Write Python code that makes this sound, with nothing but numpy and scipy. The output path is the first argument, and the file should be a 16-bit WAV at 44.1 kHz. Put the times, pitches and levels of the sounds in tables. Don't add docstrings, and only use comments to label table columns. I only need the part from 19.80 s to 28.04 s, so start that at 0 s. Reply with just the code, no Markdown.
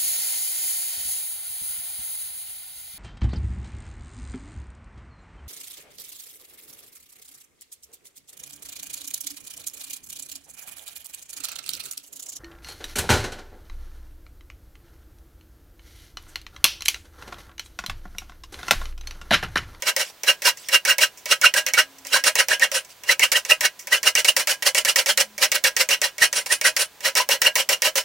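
import sys
import numpy as np
from scipy import signal
from scipy.fft import rfft, irfft, next_fast_len
from scipy.io import wavfile
from scipy.ndimage import uniform_filter1d, map_coordinates

SR = 44100
rng = np.random.default_rng(int(sys.argv[2]) if len(sys.argv) > 2 else 0)


def generate_wav(signal):
    frames = np.transpose(np.atleast_2d(signal))
    scaled = np.clip(frames, -1, 1) * 32767
    pcm = np.round(scaled).astype(np.int16)
    wavfile.write(sys.argv[1], SR, pcm)


N = 363384
TIME = np.arange(N) / SR

# landing_s, tick_db, full_bite_after_ms, lift_after_ms, bite_db, brightness_db
STROKES = [(0.0224, -16.5, 48.5, 73, -19.5, -9.5), (0.1643, -7, 36, 50.3, -19, -6),
           (0.4341, -15.5, 48.5, 69, -16.5, -8.5), (0.6201, -19, 35, 68, -19, -6.5),
           (0.8866, -15.5, 45, 68.4, -16.5, -10), (1.051, -9.5, 25, 59.4, -15.5, -11.5),
           (1.183, -8.5, 33.4, 51.5, -15.5, -8), (1.4572, -16.5, 56.7, 65.6, -13, -8),
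           (1.614, -10, 29, 43, -12.5, -11), (1.739, -9, 29, 48.6, -17, -7),
           (1.8645, -9.5, 12, 22, -25.5, -12), (1.936, -10, 42.4, 63, -15, -9.5),
           (2.2499, -26, 84.6, 121.5, -17.5, -9), (2.439, -10.5, 29, 41, -16.5, -4.5),
           (2.5547, -8, 35.5, 49.6, -13, -9), (2.685, -10, 23, 45, -16, -9),
           (2.7965, -16, 25, 44, -15.5, -11.5), (2.916, -15.5, 36, 49.2, -19.5, -4.5),
           (3.2357, -25.5, 57.6, 82.3, -18, -8), (3.3949, -7.5, 43.6, 42.6, -15.5, -5),
           (3.5178, -8.5, 41, 53.4, -20.5, -4), (3.65, -21, 61, 65, -16, -4.5),
           (3.808, -9.5, 25, 47, -19.5, -7.5), (4.0716, -20.5, 58, 80.5, -17.5, -7),
           (4.2303, -13, 32, 50.6, -17, -6.5), (4.3524, -7.5, 32, 41.3, -19, -5),
           (4.4458, -11.5, 43.6, 38.6, -16.5, -1.5), (4.5655, -7.5, 34, 33.7, -19, -2.5),
           (4.6726, -9.5, 23, 47.4, -21, -4.5), (4.8234, -15.5, 41.5, 52.4, -17, -4),
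           (4.9476, -9, 35, 38.6, -19, -4), (5.0492, -10, 37, 46, -18, -4.5),
           (5.1588, -9, 30, 37, -15.5, -4.5), (5.2604, -12, 31.4, 42, -18, -4),
           (5.3744, -9.5, 28.5, 37.4, -20, -2.5), (5.5798, -19.5, 46, 62.2, -16, -5.5),
           (5.717, -8, 30, 43, -20.5, -6.5), (5.8397, -5.5, 5.7, 39, -20, -6),
           (5.9654, -10.5, 33.5, 45.3, -16, -6), (6.0892, -10, 20, 44, -18.5, -7),
           (6.2163, -8.5, 16, 42.7, -21, -7.5), (6.3817, -19.5, 43, 64, -16, -7),
           (6.528, -16, 38, 58, -21.5, -3.5), (6.6605, -19, 63, 61.5, -15.5, -1.5),
           (6.8129, -11.5, 38, 69, -19.5, -5), (6.9648, -12, 31.4, 56.4, -22.5, -2.5),
           (7.206, -28, 47.3, 73.4, -19, -8), (7.3529, -9.5, 8, 56, -20, -7),
           (7.4897, -8.5, 18, 47, -19.5, -7), (7.6176, -5.5, 31.6, 55, -16, -9.5),
           (7.7552, -8, 27, 48, -19.5, -5.5), (7.89, -7.5, 14, 42.4, -19.5, -6),
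           (8.0205, -8.5, 32, 48.3, -17.5, -7), (8.1556, -13, 26.6, 27.6, -18, -2)]
# pitch_hz, width_hz, level_db
LOOSE_PLATE_MODES = [(1890, 113, 1), (2248, 48, 4), (2700, 300, -8), (6110, 440, -10.5)]
# frequency_hz, density_db
GRIT_SPECTRUM = [(500, -15.5), (900, -16.5), (1500, -11.5), (2700, -7), (3650, -11), (5600, -5), (6400, -9),
                 (9000, -11.5), (14400, -20.5), (16000, -21)]


def amp(db):
    return 10 ** (np.asarray(db) / 20)


def unit(x):
    return x / np.sqrt(np.mean(x ** 2) + 1e-20)


def along(points, hz):
    f, v = np.transpose(points)
    return np.interp(np.log(hz + 1), np.log(f + 1), v)


def wobble(rate):
    return map_coordinates(rng.standard_normal(int(N * rate / SR) + 4), [TIME * rate])


def filtered(x, response):
    size = next_fast_len(N + SR // 2)
    return irfft(rfft(x, size) * response(np.fft.rfftfreq(size, 1 / SR)), size)[..., :N]


def modes(table):
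    return lambda f: sum((-1) ** k * amp(db) * 1j * f * width / (hz * hz - f * f + 1j * f * width)
                         for k, (hz, width, db) in enumerate(table))


def hiss(spectrum, level=1, spiky_db=0, patchy_db=0):
    spectra = signal.stft(rng.standard_normal((2, N)) * amp(spiky_db * wobble(900)), nperseg=256)[2]
    patches = uniform_filter1d(rng.standard_normal(spectra.shape[1:]), size=3, axis=0)
    patches = uniform_filter1d(patches, size=5, axis=1)
    grains = signal.istft(spectra * amp(patchy_db * unit(patches)), nperseg=256)[1][:, :N]
    colour = lambda hz: amp(along([(1, -120)] + spectrum, hz))
    colour_rms = np.sqrt(np.mean(colour(np.linspace(0, SR / 2, num=4096)) ** 2))
    return filtered(level * unit(grains), colour) / colour_rms


def workshop():
    air_spectrum = [(20, -12), (250, -14.5), (690, -10.5), (1020, -13.5), (2370, -13.5), (3420, -14.5),
                    (7100, -18), (11100, -23), (16000, -18.5)]
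    whine = [(1000, -70)]
    moans = [
        [(1.75, 276, -72), (2.0, 274.6, -58), (2.32, 269, -59), (2.6, 269, -71)],
        [(5.25, 214, -63), (5.4, 212, -58.5), (5.56, 212, -56), (5.62, 209, -88)],
    ]
    tones = sum(amp(db + 6.5 + 1.3 * wobble(16)) * np.sin(2 * np.pi * hz * TIME) for hz, db in whine)
    for path in moans:
        s, hz, db = np.transpose(path)
        phase = 2 * np.pi * np.cumsum(np.interp(TIME, s, hz)) / SR
        tones += amp(np.interp(TIME, s, db + 1.5, left=-120, right=-120)) * np.sin(phase)
    return amp(-50.5) * hiss(air_spectrum) + tones * [[1], [0]]


def walls(x):
    decay = [(300, 0.074), (2000, 0.069), (12000, 0.065)]
    hz, t, spectra = signal.stft(rng.standard_normal((2, SR // 3)), SR, nperseg=256)
    tail = signal.istft(spectra * amp(-60 * t / along(decay, hz)[:, None]), SR, nperseg=256)[1]
    delayed = np.pad(x, ((0, 0), (200, 0)))
    return signal.fftconvolve(delayed, tail / np.linalg.norm(tail[0]), axes=1)[:, :N]


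def fingers():
    slides = [(.245, .31, -42), (0.77, .88, -45.5), (2.258, 2.32, -41), (3.09, 3.13, -47.5)]
    level = sum(amp(db) * (TIME > start) * (TIME < end) for start, end, db in slides)
    return hiss(GRIT_SPECTRUM, uniform_filter1d(level, size=500), spiky_db=-1.5, patchy_db=4.5)


def thumps():
    pulses = [(1.977, -39), (2.712, -39), (6.416, -34), (6.849, -40), (7.659, -42)]
    out, age = np.zeros(N), TIME[:1500] / 0.00098
    for s, db in pulses:
        out[round(s * SR):][:1500] = amp(db) * age * np.exp(1 - age)
    return out * [[1], [.6]]


def block(pressure, bright_db, block_db):
    wood_modes = [(540.3, 49.4, 3), (628.4, 32, -2), (755, 36, -7), (991, 88, -4.5)]
    shake_spectrum = [(20, 12), (240, 17), (420, -30), (560, -11), (900, -78)]
    force = np.abs(pressure) ** 0.81 * amp(block_db + 5.5 + 0.38 * bright_db + 1.75 * wobble(40))
    thuds = filtered(force * rng.standard_normal((2, N)), modes(wood_modes))
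    return thuds + hiss(shake_spectrum, pressure * amp(-42 + 2.5 * wobble(8)))


def landings():
    taps = [(0.772, -33.5, 0.05), (1.374, -39.5, 0.15), (1.8856, -23, 0.034), (2.1843, -39, 0.05),
            (2.2687, -26, 0.043), (3.048, -38, 0.05), (3.1028, -43.5, 0.041), (3.992, -33, 0.15),
            (4.0721, -59, 0.05)]
    tick_spectrum = [(300, -46), (1500, -16), (2200, -2.5), (4000, -7.5), (6000, 13.5), (10000, -2),
                     (16000, 2)]
    blows = np.zeros(N)
    for s, db, t60 in [(s, db, .009) for s, db, *_ in STROKES] + list(taps):
        blows[round(s * SR):][:3000] += amp(db - 60 * TIME[:3000] / t60)
    tick = hiss(tick_spectrum, blows)
    return tick + amp(15) * filtered(tick, modes(LOOSE_PLATE_MODES))


def hand():
    sag_db_per_ms, bite_db_per_ms, lift_db_per_ms = 0.74, 0.84, 0.66
    pressure, loose, bright_db, travel = np.zeros((4, N))
    for s, tick_db, bite_ms, lift_ms, bite_db, brightness_db in STROKES:
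        now = slice(round(s * SR), N)
        ms = 1000 * (TIME[now] - s)
        drag = amp(tick_db - 5 - sag_db_per_ms * ms)
        bite = amp(bite_db - bite_db_per_ms * np.maximum(bite_ms - ms, 0))
        lift = amp(-lift_db_per_ms * np.maximum(ms - lift_ms, 0))
        pressure[now] = np.hypot(drag, bite) * lift * (1 - np.exp(-ms / 0.84))
        loose[now] = np.exp(-ms / 22)
        bright_db[now], travel[now] = brightness_db, ms / lift_ms
    return pressure, loose, bright_db, travel


def grip():
    # start_s, stiff_share_at_lift, zing_db, fine_grit_db, free_ring_db, block_db
    grips = [(0, .1, -9, -10, -9, -2), (0.42, 0.08, -3, -4, 1, -1.5), (0.88, 0.06, 4, -4, 0.5, -2),
             (1.45, .1, 2.5, -8, 1.5, -1), (2.24, 0.17, 7, -17, 0, 0), (3.22, 0.07, 2.5, -8, 0, -1.5),
             (4.06, 0.63, 0.5, -7, 1, -1), (4.81, 0.58, 3, -8, -15, -1), (5.57, 0.14, -1, -6, 0, 0),
             (6.37, 0.3, 7, -12, 2.5, -1.5), (7.19, 0.28, -2, -4, -2, 2)]
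    starts, *columns = np.transpose(grips)
    current = np.maximum(np.searchsorted(starts, TIME, side="right") - 1, 0)
    return [column[current] for column in columns]


def grit(chatter, loose, bright_db, fine_db):
    fine_spectrum = [(7000, -38), (11500, -18), (16000, -15)]
    coarse = hiss(GRIT_SPECTRUM, chatter * amp(bright_db + 5.5 - 4.45 * loose), patchy_db=2.0)
    return coarse + hiss(fine_spectrum, chatter * amp(bright_db + fine_db), patchy_db=5.0)


def catches(level, **texture):
    return hiss([(300, 1.5), (1500, -1), (16000, -2.5)], level, **texture)


def teeth(speedup, unsteady, scatter_db):
    runs = [(0.479, 1644, -16), (0.492, 2843, -14.5), (0.659, 1550, -13), (0.68, 970, -12),
            (0.685, 2850, -16.5), (0.953, 2770, -10.5), (1.09, 1520, -8), (1.106, 2806, -12),
            (1.232, 2800, -13), (1.519, 2800, -14), (1.644, 1486, -6), (1.664, 2814, -8),
            (1.764, 1520, -10), (1.981, 1490, -7), (2.349, 1610, -11), (2.363, 990, -14),
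            (2.595, 1927, -14.5), (2.718, 1650, -9), (2.829, 1863, -6.5), (3.298, 1940, -9.5),
            (3.426, 2110, -10), (3.437, 2780, -9.5), (3.554, 1845, -13), (3.562, 2900, -13),
            (3.707, 1914, -11), (3.717, 2780, -7.5), (3.845, 1850, -15), (4.13, 1900, -6),
            (4.141, 2885, -12.5), (4.277, 2900, -14), (4.377, 2865, -15.5), (4.492, 2820, -12.5),
            (4.987, 2870, -17.5), (5.073, 1795, -14), (5.094, 2950, -15.5), (5.305, 3140, -14),
            (5.402, 2900, -19), (5.633, 1904, -15.5), (5.853, 2800, -25), (5.855, 1850, -14),
            (6.134, 2810, -15), (6.234, 1877, -15.5), (6.425, 1870, -5.5), (6.713, 1880, -11),
            (6.854, 1524, -11.5), (6.858, 1910, -11.5), (7.405, 990, -12.5), (7.652, 1875, -17),
            (7.669, 2874, -9.5), (7.807, 2980, -17.5), (7.937, 2840, -18), (8.066, 2874, -20)]
    out, ms = np.zeros((2, N)), np.arange(-3000, 3000) * 1000 / SR
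    jitter, depth = np.array([wobble(300), wobble(450)]), amp(scatter_db * wobble(120))
    for s, hz, db in runs:
        length_ms = 8.6 * (hz / 1000) ** 0.59
        now = slice(round(s * SR) - 3000, round(s * SR) + 3000)
        rate_hz = hz * (1 + speedup * np.clip(ms / 20, -1, 1) + unsteady * jitter[:, now])
        phase = 2 * np.pi * np.cumsum(rate_hz, axis=1) / SR
        swell_db = db - 22 * (ms / length_ms) ** 2
        tail_db = np.where(ms > 0, db - 5.5 - 0.65 * ms, -120)
        out[:, now] += amp(np.maximum(swell_db, tail_db)) * (np.cos(phase) + 0.092 * np.cos(2 * phase))
    return out * depth


def free_ring(pressure, buzz, ring_db):
    free_modes = [(1635, -18, 0.23), (2507, -16, 0.077), (2840, -22.5, 0.078), (3064, -29, .12),
                  (5900, -30, 0.075)]
    resonances = [(hz, np.log(1000) / np.pi / t60, db) for hz, db, t60 in free_modes]
    force = amp(ring_db) * (1.2 * catches(pressure) + 0.84 * buzz)
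    return amp(23.5) * filtered(force, modes(resonances))


def zing(pressed, bright_db, zing_db):
    high_modes = [(7170, 200, -4), (8880, 160, 2), (9300, 140, 2.5), (10130, 230, -0.5)]
    force = catches(pressed * amp(zing_db + 9.5 + 1.82 * bright_db), spiky_db=1.5, patchy_db=2.2)
    return filtered(force, modes(high_modes))


def plate(pressed, unpressed, buzz, stiff):
    loaded_modes = [(1290, 36.6, -2), (1533, 37.6, 3.5), (1935, 62, 0.5), (2207, 56, -2), (2343, 64, -2),
                    (2624, 110, -10), (2825, 84, 6.5), (2871, 34, -7), (3186, 31, -4.5), (3457, 35, -7),
                    (3985, 95, -0.5), (4540, 45, -10.5), (5336, 110, -2.5), (5800, 65, -2.5)]
    raised_modes = [(hz * 1.055, width, db) for hz, width, db in loaded_modes]
    force = catches(pressed, spiky_db=2.0, patchy_db=2.5)
    held_softly = filtered(force * np.sqrt(1 - stiff) + 0.18 * buzz, modes(loaded_modes))
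    held_stiffly = filtered(force * np.sqrt(stiff), modes(raised_modes))
    rattle = filtered(catches(unpressed, spiky_db=2.0, patchy_db=1.6), modes(LOOSE_PLATE_MODES))
    return amp(11) * (held_softly + held_stiffly) + amp(12.5) * rattle


def filing():
    pressure, loose, bright_db, travel = hand()
    stiff_at_lift, zing_db, fine_db, ring_db, block_db = grip()
    stiff = np.clip(stiff_at_lift * travel ** 2, 0, 1)
    chatter = pressure * amp(2.04 * wobble(70))
    pressed = chatter * (1 - loose)
    buzz = amp(-3.5) * teeth(speedup=.03, unsteady=.05, scatter_db=2)
    metal = buzz + plate(pressed, chatter * loose, buzz, stiff)
    metal += free_ring(pressure, buzz, ring_db) + zing(pressed, bright_db, zing_db)
    return metal + grit(chatter, loose, bright_db, fine_db) + block(pressure, bright_db, block_db)


def scene():
    likeness = [(30, 0.57), (180, 0.87), (550, 0.98), (1200, 0.91), (2500, 0.72), (5000, 0.7),
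                (15000, 0.71)]
    balance = [(60, 0), (150, -0.5), (380, 1), (950, -0.5), (2380, -2), (5980, -2.5), (15000, -1.5)]
    bench = filing() + thumps() + landings() + fingers()
    pair = bench + amp(-10.5) * walls(bench) + workshop()
    spread = lambda hz: np.arccos(np.clip(along(likeness, hz), -1, 1)) / 2
    mid, side = filtered(pair, lambda hz: np.array([np.cos(spread(hz)), np.sin(spread(hz))]))
    left_right = np.array([mid + side, mid - side])
    return filtered(left_right, lambda hz: amp(along(balance, hz) * np.array([[.5], [-.5]])))


def record(dry):
    low_cut_hz, top_hz = 45, 15900
    return filtered(np.clip(dry, -1, 1), lambda hz: (hz < top_hz) * 1j * hz / (low_cut_hz + 1j * hz))


dry = scene()
out = record(dry)
generate_wav(out)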